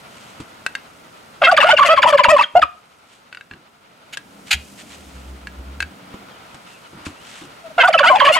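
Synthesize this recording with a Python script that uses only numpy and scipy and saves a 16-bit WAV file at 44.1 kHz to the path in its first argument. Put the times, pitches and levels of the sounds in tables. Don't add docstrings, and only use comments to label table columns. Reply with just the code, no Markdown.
import sys
import numpy as np
from scipy import signal
from scipy.fft import rfft, irfft, next_fast_len
from scipy.io import wavfile
from scipy.ndimage import uniform_filter1d, minimum_filter1d

SR = 44100
rng = np.random.default_rng(int(sys.argv[2]) if len(sys.argv) > 2 else 0)


def unload_wav(signal):
    wavfile.write(
        sys.argv[1],
        SR,
        np.round(np.clip(np.atleast_2d(signal).T, -1, 1) * 32767).astype(np.int16),
    )


N = 369999
TIME = np.arange(N) / SR
TOP_HZ = 15700
FOOT_HZ = 583.5

# f/Hz, level/dB
SPIT_COLOUR = [(290, -63), (500, -41), (737, -11), (1150, -25.5), (1450, -3), (1880, -7.5), (2540, 0.5),
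               (3800, -8), (4600, -8), (5500, -19.5), (6900, -11.5), (8700, -22.5), (11500, -22),
               (15500, -40)]
# f/Hz, level/dB
STEP_COLOUR = [(30, -16.5), (80, -4), (170, -3.5), (330, -2), (520, -22.5), (1200, -14.5), (4000, -57)]
# f/Hz, level/dB
FEATHER_COLOUR = [(300, -17), (1200, -3.5), (3000, 2), (5000, -8), (8000, -6.5), (12000, -22), (16000, -48)]


def undb(db):
    return 10 ** (np.asarray(db) / 20)


def unit(x):
    return x / np.sqrt(np.mean(x ** 2) + 1e-18)


def colour(points, hz):
    f, db = np.transpose(points)
    return undb(np.interp(np.log(np.maximum(hz, 1)), np.log(f), db))


def hiss(points, n):
    spectrum = rfft(rng.standard_normal(n))
    return unit(irfft(spectrum * colour(points, np.fft.rfftfreq(n, 1 / SR)), n))


def wide_hiss(points, n, width):
    size = next_fast_len(n)
    mid = hiss(points, size)[:n]
    side = hiss(points, size)[:n]
    return np.sqrt(1 - width) * mid + np.sqrt(width) * np.array([side, -side])


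def wobble(n, rate):
    k = np.arange(n) * rate / SR
    count = int(k[-1]) + 2
    return np.interp(k, np.arange(count), rng.standard_normal(count))


def pan(db):
    return undb(np.array([[db], [-db]]) / 2)


def add(out, s, x):
    i = max(int(s * SR), 0)
    out[:, i:i + x.shape[-1]] += x[..., :max(N - i, 0)]


def swishes(table, points, width, grain_db):
    out = np.zeros((2, N))
    for s, length, db in table:
        n = int(length * SR)
        swell = np.sin(np.linspace(0, np.pi, n))
        grain = undb(db + grain_db * wobble(n, 400))
        add(out, s, grain * swell * wide_hiss(points, n, width))
    return out


def background(rumble_db=2, air_db=1.0, grass_db=1, crackle_db=2):
    # t/s, distant rumble/dB, air/dB, hiss of grass and plumage/dB
    drift = [(0, -49.5, -44, -57), (.9, -52, -47.5, -59.5), (1.4, -52.5, -46.5, -59),
             (2.6, -61, -53.5, -64.5), (3.848, -59, -53, -68.5), (4.35, -51, -48.5, -59),
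             (4.65, -49, -53, -52), (5.4, -49.5, -48, -61), (6.199, -48, -45, -61), (6.7, -53, -46, -58.5),
             (8.39, -50.5, -45, -58.5)]
    # f/Hz, level/dB
    rumble_colour = [(25, -24.5), (60, -8), (130, -2), (220, 1.5), (400, -6), (700, -6), (1500, -31.5)]
    air_colour = [(260, -36), (450, -3.5), (994, -2), (1130, -4.5), (1360, 1), (1670, -7.5), (2050, -5.5),
                  (2920, -7.5), (3940, -12), (7000, -26), (9100, -55), (15400, -120)]
    grass_colour = [(2500, -16.5), (5000, 2.5), (6500, 3), (8500, 2.5), (11000, -2), (13500, -7),
                    (16000, -29.5)]
    s, *columns = np.transpose(drift)
    low, air, high = (np.interp(TIME, s, c) for c in columns)
    out = undb(low + rumble_db + 0.75 * wobble(N, 19)) * wide_hiss(rumble_colour, N, 0.25)
    out += undb(air + air_db + 1.6 * wobble(N, 36)) * wide_hiss(air_colour, N, 0.46)
    return out + undb(high + grass_db + crackle_db * wobble(N, 670)) * wide_hiss(grass_colour, N, 0.22)


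def brushes():
    # t/s, length/s, level/dB
    strokes = [(.05, 0.37, -49), (3.04, 0.18, -53.5), (4.45, .08, -42), (4.5, 1, -49.5), (4.77, 0.065, -39),
               (4.88, 0.092, -41.5), (6.64, .14, -48), (7.048, 0.026, -33.5), (7.19, 0.3, -41.5)]
    return swishes(strokes, FEATHER_COLOUR, width=0.27, grain_db=2.5)


def steps(attack_s=0.00017, thump_hz=85):
    # t/s, decay/s, level/dB, grass crunch over it/dB, ground thump over it/dB
    footfalls = [(0.401, 0.015, -28.5, -9, -27), (2.284, 0.009, -18.5, -22, -17),
                 (2.545, 0.019, -33, -20, -13.5), (3.509, 0.049, -40.5, -23, -29),
                 (6.141, 0.01, -29.5, -15, -22), (6.544, 0.013, -34.5, -8, -24),
                 (6.928, 0.083, -39.5, -29, -28), (7.067, 0.025, -29, -7.5, -3),
                 (7.415, 0.042, -37, -15, -29)]
    out, t = np.zeros((2, N)), np.arange(8192) / SR
    for s, decay, db, crunch_db, thump_db in footfalls:
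        crunch = undb(crunch_db + 1.6 * wobble(len(t), 470)) * wide_hiss(FEATHER_COLOUR, len(t), 0.16)
        thump = undb(thump_db) * np.sin(2 * np.pi * thump_hz * t)
        thud = wide_hiss(STEP_COLOUR, len(t), 0.021) + thump
        envelope = (1 - np.exp(-t / attack_s)) * np.exp(-t / decay)
        add(out, s, undb(db) * envelope * (thud + crunch))
    return out


def pops(attack_s=0.000081, crack_s=0.0041, gain_db=2, puff_db=-9, puff_s=0.0041):
    # t/s, peak before gain_db/dB, crack over the ring/dB, left minus right/dB
    bursts = [(0.664, -6.5, 0.5, 1), (0.752, -10.5, -5, 0.5), (3.327, -24.5, -7.5, 1),
              (3.348, -22, -1.5, -1), (3.372, -26, -33, 2), (3.41, -26.5, -23, 2), (3.512, -25.5, -16, 2),
              (3.536, -28.5, -16.5, -3), (4.172, -13.5, 9.5, 1.5), (5.471, -19.5, -3, -4),
              (5.804, -9, 0, 0.5), (5.826, -13.5, -4, 4), (7.065, -25, -6, 12)]
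    # f/Hz, level/dB, time to fall by 60 dB/s
    ring_modes = [(1558, 9.5, 0.028), (1914, -3.5, 0.029), (2240, 0.5, 0.022), (2634, 5.5, 0.025),
                  (3700, -7.5, 0.024), (4310, -2.5, 0.018), (7900, -19, 0.015)]
    out, t = np.zeros((2, N)), np.arange(4096) / SR
    for s, db, crack_db, pan_db in bursts:
        ring = np.zeros(len(t))
        for hz, mode_db, t60 in ring_modes:
            level = undb(mode_db + 2 * rng.standard_normal() - 60 * t / t60)
            pitch_hz = hz * (1 + 0.036 * rng.standard_normal())
            ring += level * np.sin(2 * np.pi * pitch_hz * t + rng.uniform(0, 2 * np.pi))
        puff = undb(puff_db) * np.exp(-t / puff_s) * hiss(SPIT_COLOUR, len(t))
        crack = undb(crack_db) * np.exp(-t / crack_s) * wide_hiss(FEATHER_COLOUR, len(t), 0.55)
        pop = (ring + puff + crack) * (1 - np.exp(-t / attack_s))
        add(out, s, undb(db + gain_db) * pan(pan_db) * pop / np.abs(pop).max())
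    return out


def note(length, pitches, second_db, over_db, sizzle_db, rough, width,
         arch=0.69, bloom=0.28, shimmer=0.81, rasp=0.13, spread=0.71):
    # f/Hz, level/dB
    throat_colour = [(400, -28.5), (600, -3.5), (1400, -4.5), (1800, -2), (2200, -4.5), (2800, 0),
                     (3400, -12), (3900, -21.5), (4600, -13), (5600, -24), (6700, -19.5), (9000, -25),
                     (13000, -37), (16000, -47)]
    jitter_hz, rough_rasp = 101.5, 1.9
    flicker_db, closing_rad = 4.5, .035
    n = int(length * SR)
    u = np.linspace(0, 1, n)
    hz = np.exp(np.polyval(np.polyfit([0, .5, 1], np.log(pitches), 2), u))
    phase = 2 * np.pi * np.cumsum(hz + rough * jitter_hz * wobble(n, 703)) / SR
    push = np.abs(np.sin(np.pi * u))
    swell = push ** arch * np.exp(shimmer * rough * wobble(n, 500))

    def throat(f):
        return colour(throat_colour, f) * undb(over_db + sizzle_db * np.clip(np.log2((f + 1) / 3500), 0, 1))

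    k = np.arange(3, 28)[:, None]
    start_phase = rng.uniform(0, 2 * np.pi, k.shape)
    flicker = undb(flicker_db * np.array([wobble(n, 160) for _ in k]) - 1.5)
    closing = phase + closing_rad * wobble(n, 500)
    strength = flicker * throat(k * hz) * (k * hz < TOP_HZ)
    overtones = (strength * np.exp(1j * (k * closing + start_phase))).sum(0) * push ** bloom
    sides = np.array([[1j], [-1j]])
    angle = np.arcsin(np.sqrt(width))
    lowest_two = np.exp(1j * phase) + undb(second_db) * np.exp(2j * phase)
    tone = lowest_two * np.exp(sides * angle)
    tone = tone + overtones * np.exp(sides * (angle + spread * wobble(n, 69)))
    air = rng.standard_normal((2, n)) * .5 + rng.standard_normal(n)
    air = irfft(rfft(air) * throat(np.fft.rfftfreq(n, 1 / SR)), n)
    air = air * (1 + .5 * np.cos(phase))
    return swell * (tone.imag + (rasp + rough_rasp * rough) * air)


def glide(hz, octaves, bow=0):
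    return hz * 2 ** np.array([-octaves / 2 - bow, 0, octaves / 2 - bow])


def placed(s, length, pitches, db, pan_db, voice, overlap_s=0.0018, **shape):
    sound = note(length + 2 * overlap_s, pitches, *voice, **shape)
    return s - overlap_s, undb(db) * pan(pan_db) * sound


def gobbles(flap_db=-33, voice_db=1.0, cut_hz=440):
    out = undb(voice_db) * (openings() + yelps() + buzzes() + clear_notes())
    out = signal.sosfiltfilt(signal.butter(6, cut_hz, "high", fs=SR, output="sos"), out)
    effort = np.sqrt(np.abs(uniform_filter1d(out[0] ** 2, size=1500)))
    return out + undb(flap_db) * effort * wide_hiss(STEP_COLOUR, N, 0.048)


def openings(width=0.028):
    # t/s, pitch ratio, level/dB, left minus right/dB
    starts = [(1.417, 0.99, 0.5, 0), (7.78, 0.99, -0.5, -2)]
    # t after the start/s, length before overlap/s, f before the ratio/Hz, glide/octaves, level/dB,
    # second harmonic over it/dB, overtones over it/dB, sizzle/dB, roughness 0-1
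    run = [(0, .024, 684, 0.042, -8, -3, -12, -11.5, 0.88),
           (0.018, 0.031, 528.5, -0.079, -19, -1, 16, -19, 0.18),
           (0.049, 0.024, 675, 0.0057, -15.5, 7, 0, -15, 0.4),
           (0.061, 0.031, 729, 0.22, -13.5, 6, -26.5, 17, 0.2),
           (0.093, .02, 1175, .13, -12, -37, 1, -6.5, .4), (0.103, .017, 715, -0.53, -5, -19, -23, 8.5, 0),
           (0.12, 0.02, 619, 0.315, -14.5, -19, -9, -16, 0.2)]
    out = np.zeros((2, N))
    for start, ratio, gain_db, pan_db in starts:
        for s, length, hz, octaves, db, *voice in run:
            pitches = glide(hz * ratio, octaves)
            add(out, *placed(start + s, length, pitches, db + gain_db, pan_db, (*voice, width),
                             arch=1.0, rasp=0.19))
    return out


def yelps():
    falls = [(1.574, 0.0076, 1210, .011, -14.5, -4.5, -4.5, -12, -1),
             (1.781, 0.012, 1087, 0.012, -16.5, -13, -3.5, -20, 1.5),
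             (1.828, .011, 1120, .016, -27, -10.5, -9.5, -16.5, 3),
             (1.968, 0.0099, 1095, .019, -26.5, -16.5, -3, -19, 4),
             (2.029, .010, 997, .010, -15, -4, -3, -12.5, 0),
             (2.125, .012, 1083, .013, -32, -18, -5.5, -21, 4.5),
             (2.181, 0.012, 1011, 0.017, -21, -16.5, -4.5, -12, 2.5),
             (2.243, .01, 953, .009, -12, -8.5, -3.5, -13.5, -1),
             (2.381, 0.01, 975, .015, -35, -16, -7.5, -27.5, 0),
             (2.429, .009, 1500, .009, -16, -21.5, -21.5, -43.5, 2),
             (2.619, .009, 1238, .014, -35, -12, -3.5, -34, 0),
             (7.936, .008, 1307, .018, -18, -18, -5.5, -18.5, -3.5),
             (7.99, 0.0091, 1097, .013, -22, -6.5, -10.5, -9, -4),
             (8.203, 0.0066, 1044, .012, -18, -1.5, 5, -13.5, -4)]
    # second harmonic/dB, overtones/dB, sizzle/dB, roughness 0-1, width 0-1
    stage_voices = [(-11, 0.5, -2.5, .36, .08), (-5.5, 0, -6.5, .32, 0.07), (-15.5, -6, -12, .3, 0.1),
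                    (-12.5, -10, -20, 0, 0)]
    entry_hz, break_hz = 2551, 1906
    entry_s, foot_s, legato_s = .012, .02, .004
    foot_octaves, ledge_octaves, landing_ratio = -.17, -.12, 1.12
    out = np.zeros((2, N))
    for s, slide, ledge_hz, hold, *levels, pan_db in falls:
        stages = [(s - entry_s + legato_s, entry_s, np.geomspace(entry_hz, break_hz, 3)),
                  (s, slide, np.geomspace(break_hz, ledge_hz * landing_ratio, 3)),
                  (s + slide - legato_s / 2, hold, glide(ledge_hz, ledge_octaves)),
                  (s + slide + hold - 2 * legato_s, foot_s, glide(FOOT_HZ, foot_octaves))]
        for stage, db, voice in zip(stages, levels, stage_voices):
            add(out, *placed(*stage, db, pan_db, voice, rasp=0.28, bloom=.7))
    return out


def buzzes(bow=.03, width=0.083):
    rich_notes = [(1.6, 0.034, 807, -0.16, -21.5, 6, 4, -7, .9, 9),
                  (1.652, 0.047, 715, -0.048, -16.5, 3, -3, -7, 0.45, 1),
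                  (1.699, 0.03, 715.5, 0.17, -17.5, 12, 12.5, -10.5, 0.31, -1),
                  (1.845, 0.047, 682, -0.31, -18.5, -2.5, 4, -1, 0.38, 4),
                  (1.888, 0.053, 639.5, 0.15, -1.5, 0, -3.5, -11.5, 0.21, -1),
                  (2.061, 0.056, 630, -0.19, -15.5, -2, -2, 0, 0.31, 5),
                  (2.288, 0.032, 629, 0.15, -3, -4, -3, 0, 0.2, 3.5),
                  (8.029, 0.031, 727, 0.0026, -21.5, 11.5, -4, -19, 0.45, -3),
                  (8.057, 0.047, 704, 0.46, -15.5, 7, 6, -10.5, 0.13, .5),
                  (8.175, 0.028, 574, 0.072, -23, -21, -2.5, -12, 0.5, -4),
                  (8.245, 0.053, 593.3, 0.14, -12, -2.5, 2.5, -9, 0.46, 0),
                  (8.278, 0.036, 624, 0.22, -24.5, 5.5, 2, -11, 0.35, 8),
                  (8.319, 0.059, 739, 0.15, -24, 1, 11, 1.5, 0.22, 3.5),
                  (8.357, 0.036, 648, -0.21, -24.5, 0.5, 5.5, -17, 0.32, 6)]
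    out = np.zeros((2, N))
    for s, length, hz, octaves, db, *voice, pan_db in rich_notes:
        add(out, *placed(s, length, glide(hz, octaves, bow), db, pan_db, (*voice, width)))
    return out


def clear_notes(second_db=-17, second_db_per_octave=-5, over_db=-24, over_db_per_rough=24,
                sizzle_db=-5, low_width=.02, width_per_rough=0.36):
    # t/s, length before overlap/s, f/Hz, glide/octaves, level/dB, roughness 0-1, left minus right/dB
    pure_notes = [(1.606, 0.02, 2745, -0.24, -9, 0.2, 3), (1.63, 0.016, 1233, 0.26, -3, 0.7, 1),
                  (1.64, 0.018, 618, 0.37, -5.5, 0, -1), (1.685, 0.022, 866, 0.57, -5.5, 0.58, -1),
                  (1.729, 0.021, 604, -0.25, -5, 0.15, 0), (1.767, 0.012, 2780, -.08, -9, 0.3, 9),
                  (1.805, 0.038, 1130, -0.22, -3, 0.28, -2.5), (1.93, 0.022, 595, 0.15, -8.5, 0.06, 1),
                  (2.058, 0.015, 950, 0.39, 3.5, 0.14, 4.5), (2.126, 0.039, 579, -0.13, -2, 0, -0.5),
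                  (2.248, 0.025, 2730, 0, -18, .05, 5), (2.285, 0.016, 1032, 0.22, 1.5, 0.44, 3.5),
                  (2.316, 0.046, 598.6, -0.19, -3, 0.07, -1), (2.363, .014, 1060, -.15, -6, 0.42, 1),
                  (2.39, 0.02, 2627, .05, -12, 0.14, 3.5), (2.407, 0.015, 1180, -0.33, -10.5, 0.6, 2),
                  (2.438, 0.0081, 3215, -.03, -13, .1, 2), (2.554, 0.0033, 695, 0.44, -2, 0, -1),
                  (2.556, 0.032, 713, 0.11, -1, 0.08, 0), (2.591, .008, 669, .08, -7.5, 0.2, 0.5),
                  (7.637, 0.048, 653, -.15, -34.5, 0, 9), (7.697, 0.03, 633, -0.18, -36, 0, 6),
                  (7.833, 0.014, 950, 0.11, -8.5, 0.05, -3), (7.94, .013, 3000, -.05, -9, .2, -2),
                  (7.943, .02, 672.3, -0.48, -4, 0.08, 2), (7.978, 0.0093, 2660, 0, -9.5, .05, -3),
                  (8.033, 0.037, 946, -0.0067, -13, 0.63, 0), (8.098, 0.043, 1051, -0.12, -6, 0.31, 3),
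                  (8.099, .017, 606, -0.26, -6, 0.14, -2), (8.125, 0.034, 749, 0.049, -10.5, 0.2, 4),
                  (8.149, 0.03, 836, -0.034, -10.5, 0.58, 3), (8.216, 0.039, 1130, 0.099, -13, 0.33, -2),
                  (8.274, 0.014, 1110, -0.12, 4, 0.4, 0), (8.297, 0.025, 623, -0.27, -6, .1, -3),
                  (8.361, 0.012, 1024, -0.12, -8.5, 0.42, -3)]
    out = np.zeros((2, N))
    for s, length, hz, octaves, db, rough, pan_db in pure_notes:
        second = second_db + second_db_per_octave * np.log2(hz / FOOT_HZ)
        over = over_db + over_db_per_rough * rough
        voice = (second, over, sizzle_db, rough, low_width + width_per_rough * rough)
        add(out, *placed(s, length, glide(hz, octaves), db, pan_db, voice, rasp=0.68, arch=0.86))
    return out


def meadow(x, t60_s=0.43, early_t60_s=0.11, echo_db=-17.5):
    t = np.arange(SR // 2) / SR
    echo_colour = [(200, -11.0), (700, 2.0), (3000, 5), (6000, -0.5), (15000, -5.0)]  # f/Hz, level/dB
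    tail = wide_hiss(echo_colour, len(t), 0.25)
    tail = tail * np.clip(t / 0.0071, 0, 1) * (undb(-60 * t / t60_s) + 4.3 * undb(-60 * t / early_t60_s))
    tail = tail / np.sqrt(np.sum(tail[0] ** 2))
    return undb(echo_db) * signal.fftconvolve(x.mean(0)[None], tail, axes=1)[:, :N]


def drum(second_db=-18, third_db=-19, quiver_db=5.5, rattle_db=-20):
    # t/s, f/Hz, level/dB
    long_drumming = [(4.9, 72.0, -60), (5.008, 75.5, -52), (5.078, 67.2, -52), (5.138, 65.8, -43),
                     (5.648, 63.24, -37), (5.77, 69.5, -31.5), (5.864, 76.2, -40), (5.95, 73.3, -61)]
    # t/s, level/dB
    single_booms = [(2.599, -41), (4.535, -28.5)]
    boom_hz, attack_s, decay_s = 71.4, .015, 0.036
    s, hz, db = np.transpose(long_drumming)
    pitch_hz = np.interp(TIME, s, hz, left=boom_hz) * (1 + 0.0067 * wobble(N, 30))
    phase = 2 * np.pi * np.cumsum(pitch_hz) / SR
    boom = np.sin(phase) + undb(second_db) * np.sin(2 * phase) + undb(third_db) * np.sin(3 * phase)
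    shiver = undb(rattle_db) * (1 + np.sin(phase)) * wide_hiss(STEP_COLOUR, N, 0.043)
    force = undb(np.interp(TIME, s, db, left=-120, right=-120))
    for start, boom_db in single_booms:
        age = np.maximum(TIME - start, 0)
        force = force + undb(boom_db) * np.minimum(age / attack_s, np.exp((attack_s - age) / decay_s))
    return np.sqrt(2) * force * undb(quiver_db * wobble(N, 25)) * (boom + shiver)


def spits():
    # t/s, length/s, level/dB
    spurts = [(4.124, 0.032, -31), (4.506, 0.02, -11.5), (4.522, 0.022, -12.5), (4.535, 0.023, -22),
              (5.818, 0.012, -29.5)]
    return swishes(spurts, SPIT_COLOUR, width=0.085, grain_db=1.5)


def hum(waver=0.0398, swell_db=3.0, start_s=4.13, end_s=6.43, fade_s=0.24):
    low_tones = [(193, -52), (280, -52.5)]
    fade = np.clip(np.minimum(TIME - start_s, end_s - TIME) / fade_s, 0, 1)
    out = np.zeros(N)
    for hz, db in low_tones:
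        phase = 2 * np.pi * np.cumsum(hz * (1 + waver * wobble(N, 40))) / SR
        out += undb(db + swell_db * wobble(N, 20)) * np.sin(phase)
    return fade * out


def songbirds(db=-51, waver=0.029):
    # t/s, length/s, middle f/Hz, glide/octaves
    whistles = [(6.667, 0.14, 2750, 0.069), (6.828, 0.061, 3000, -0.36), (6.985, 0.084, 2800, .35),
                (7.095, 0.057, 2700, -0.325), (7.153, 0.098, 2900, .35), (6.3, 0.088, 3120, -0.25),
                (6.72, .07, 2590, -.15)]
    out = np.zeros((2, N))
    for s, length, pitch_hz, octaves in whistles:
        u = np.linspace(0, 1, int(length * SR))
        hz = pitch_hz * 2 ** (octaves * (u - .5) + waver * wobble(len(u), 230))
        add(out, s, undb(db) * np.sin(np.pi * u) * np.sin(2 * np.pi * np.cumsum(hz) / SR))
    return out


def scene():
    voice = gobbles() + pops() + spits()
    body = drum() + steps() + brushes()
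    return voice + meadow(voice) + body + background() + hum() + songbirds()


def record(dry, ceiling=1.0):
    # f/Hz, level/dB
    side_pickup = [(100, -4.5), (220, -6), (400, 4.5), (600, -4), (800, 1.5), (1100, 4), (2000, -2),
                   (2700, -4.5), (3500, -1), (4700, 2.5), (6500, -1.5), (13000, -4)]
    size = 2 ** 19
    side = rfft((dry[0] - dry[1]) / 2, size) * colour(side_pickup, np.fft.rfftfreq(size, 1 / SR))
    side = irfft(side)[:N]
    heard = dry.mean(0) + np.array([side, -side])
    gain = np.minimum(1, ceiling / (np.abs(heard).max(0) + 1e-9))
    gain = uniform_filter1d(minimum_filter1d(gain, size=200), size=200)
    top_cut = signal.ellip(8, .2, 70, TOP_HZ, fs=SR, output="sos")
    return signal.sosfilt(top_cut, heard * gain)


dry = scene()
out = record(dry)
unload_wav(out)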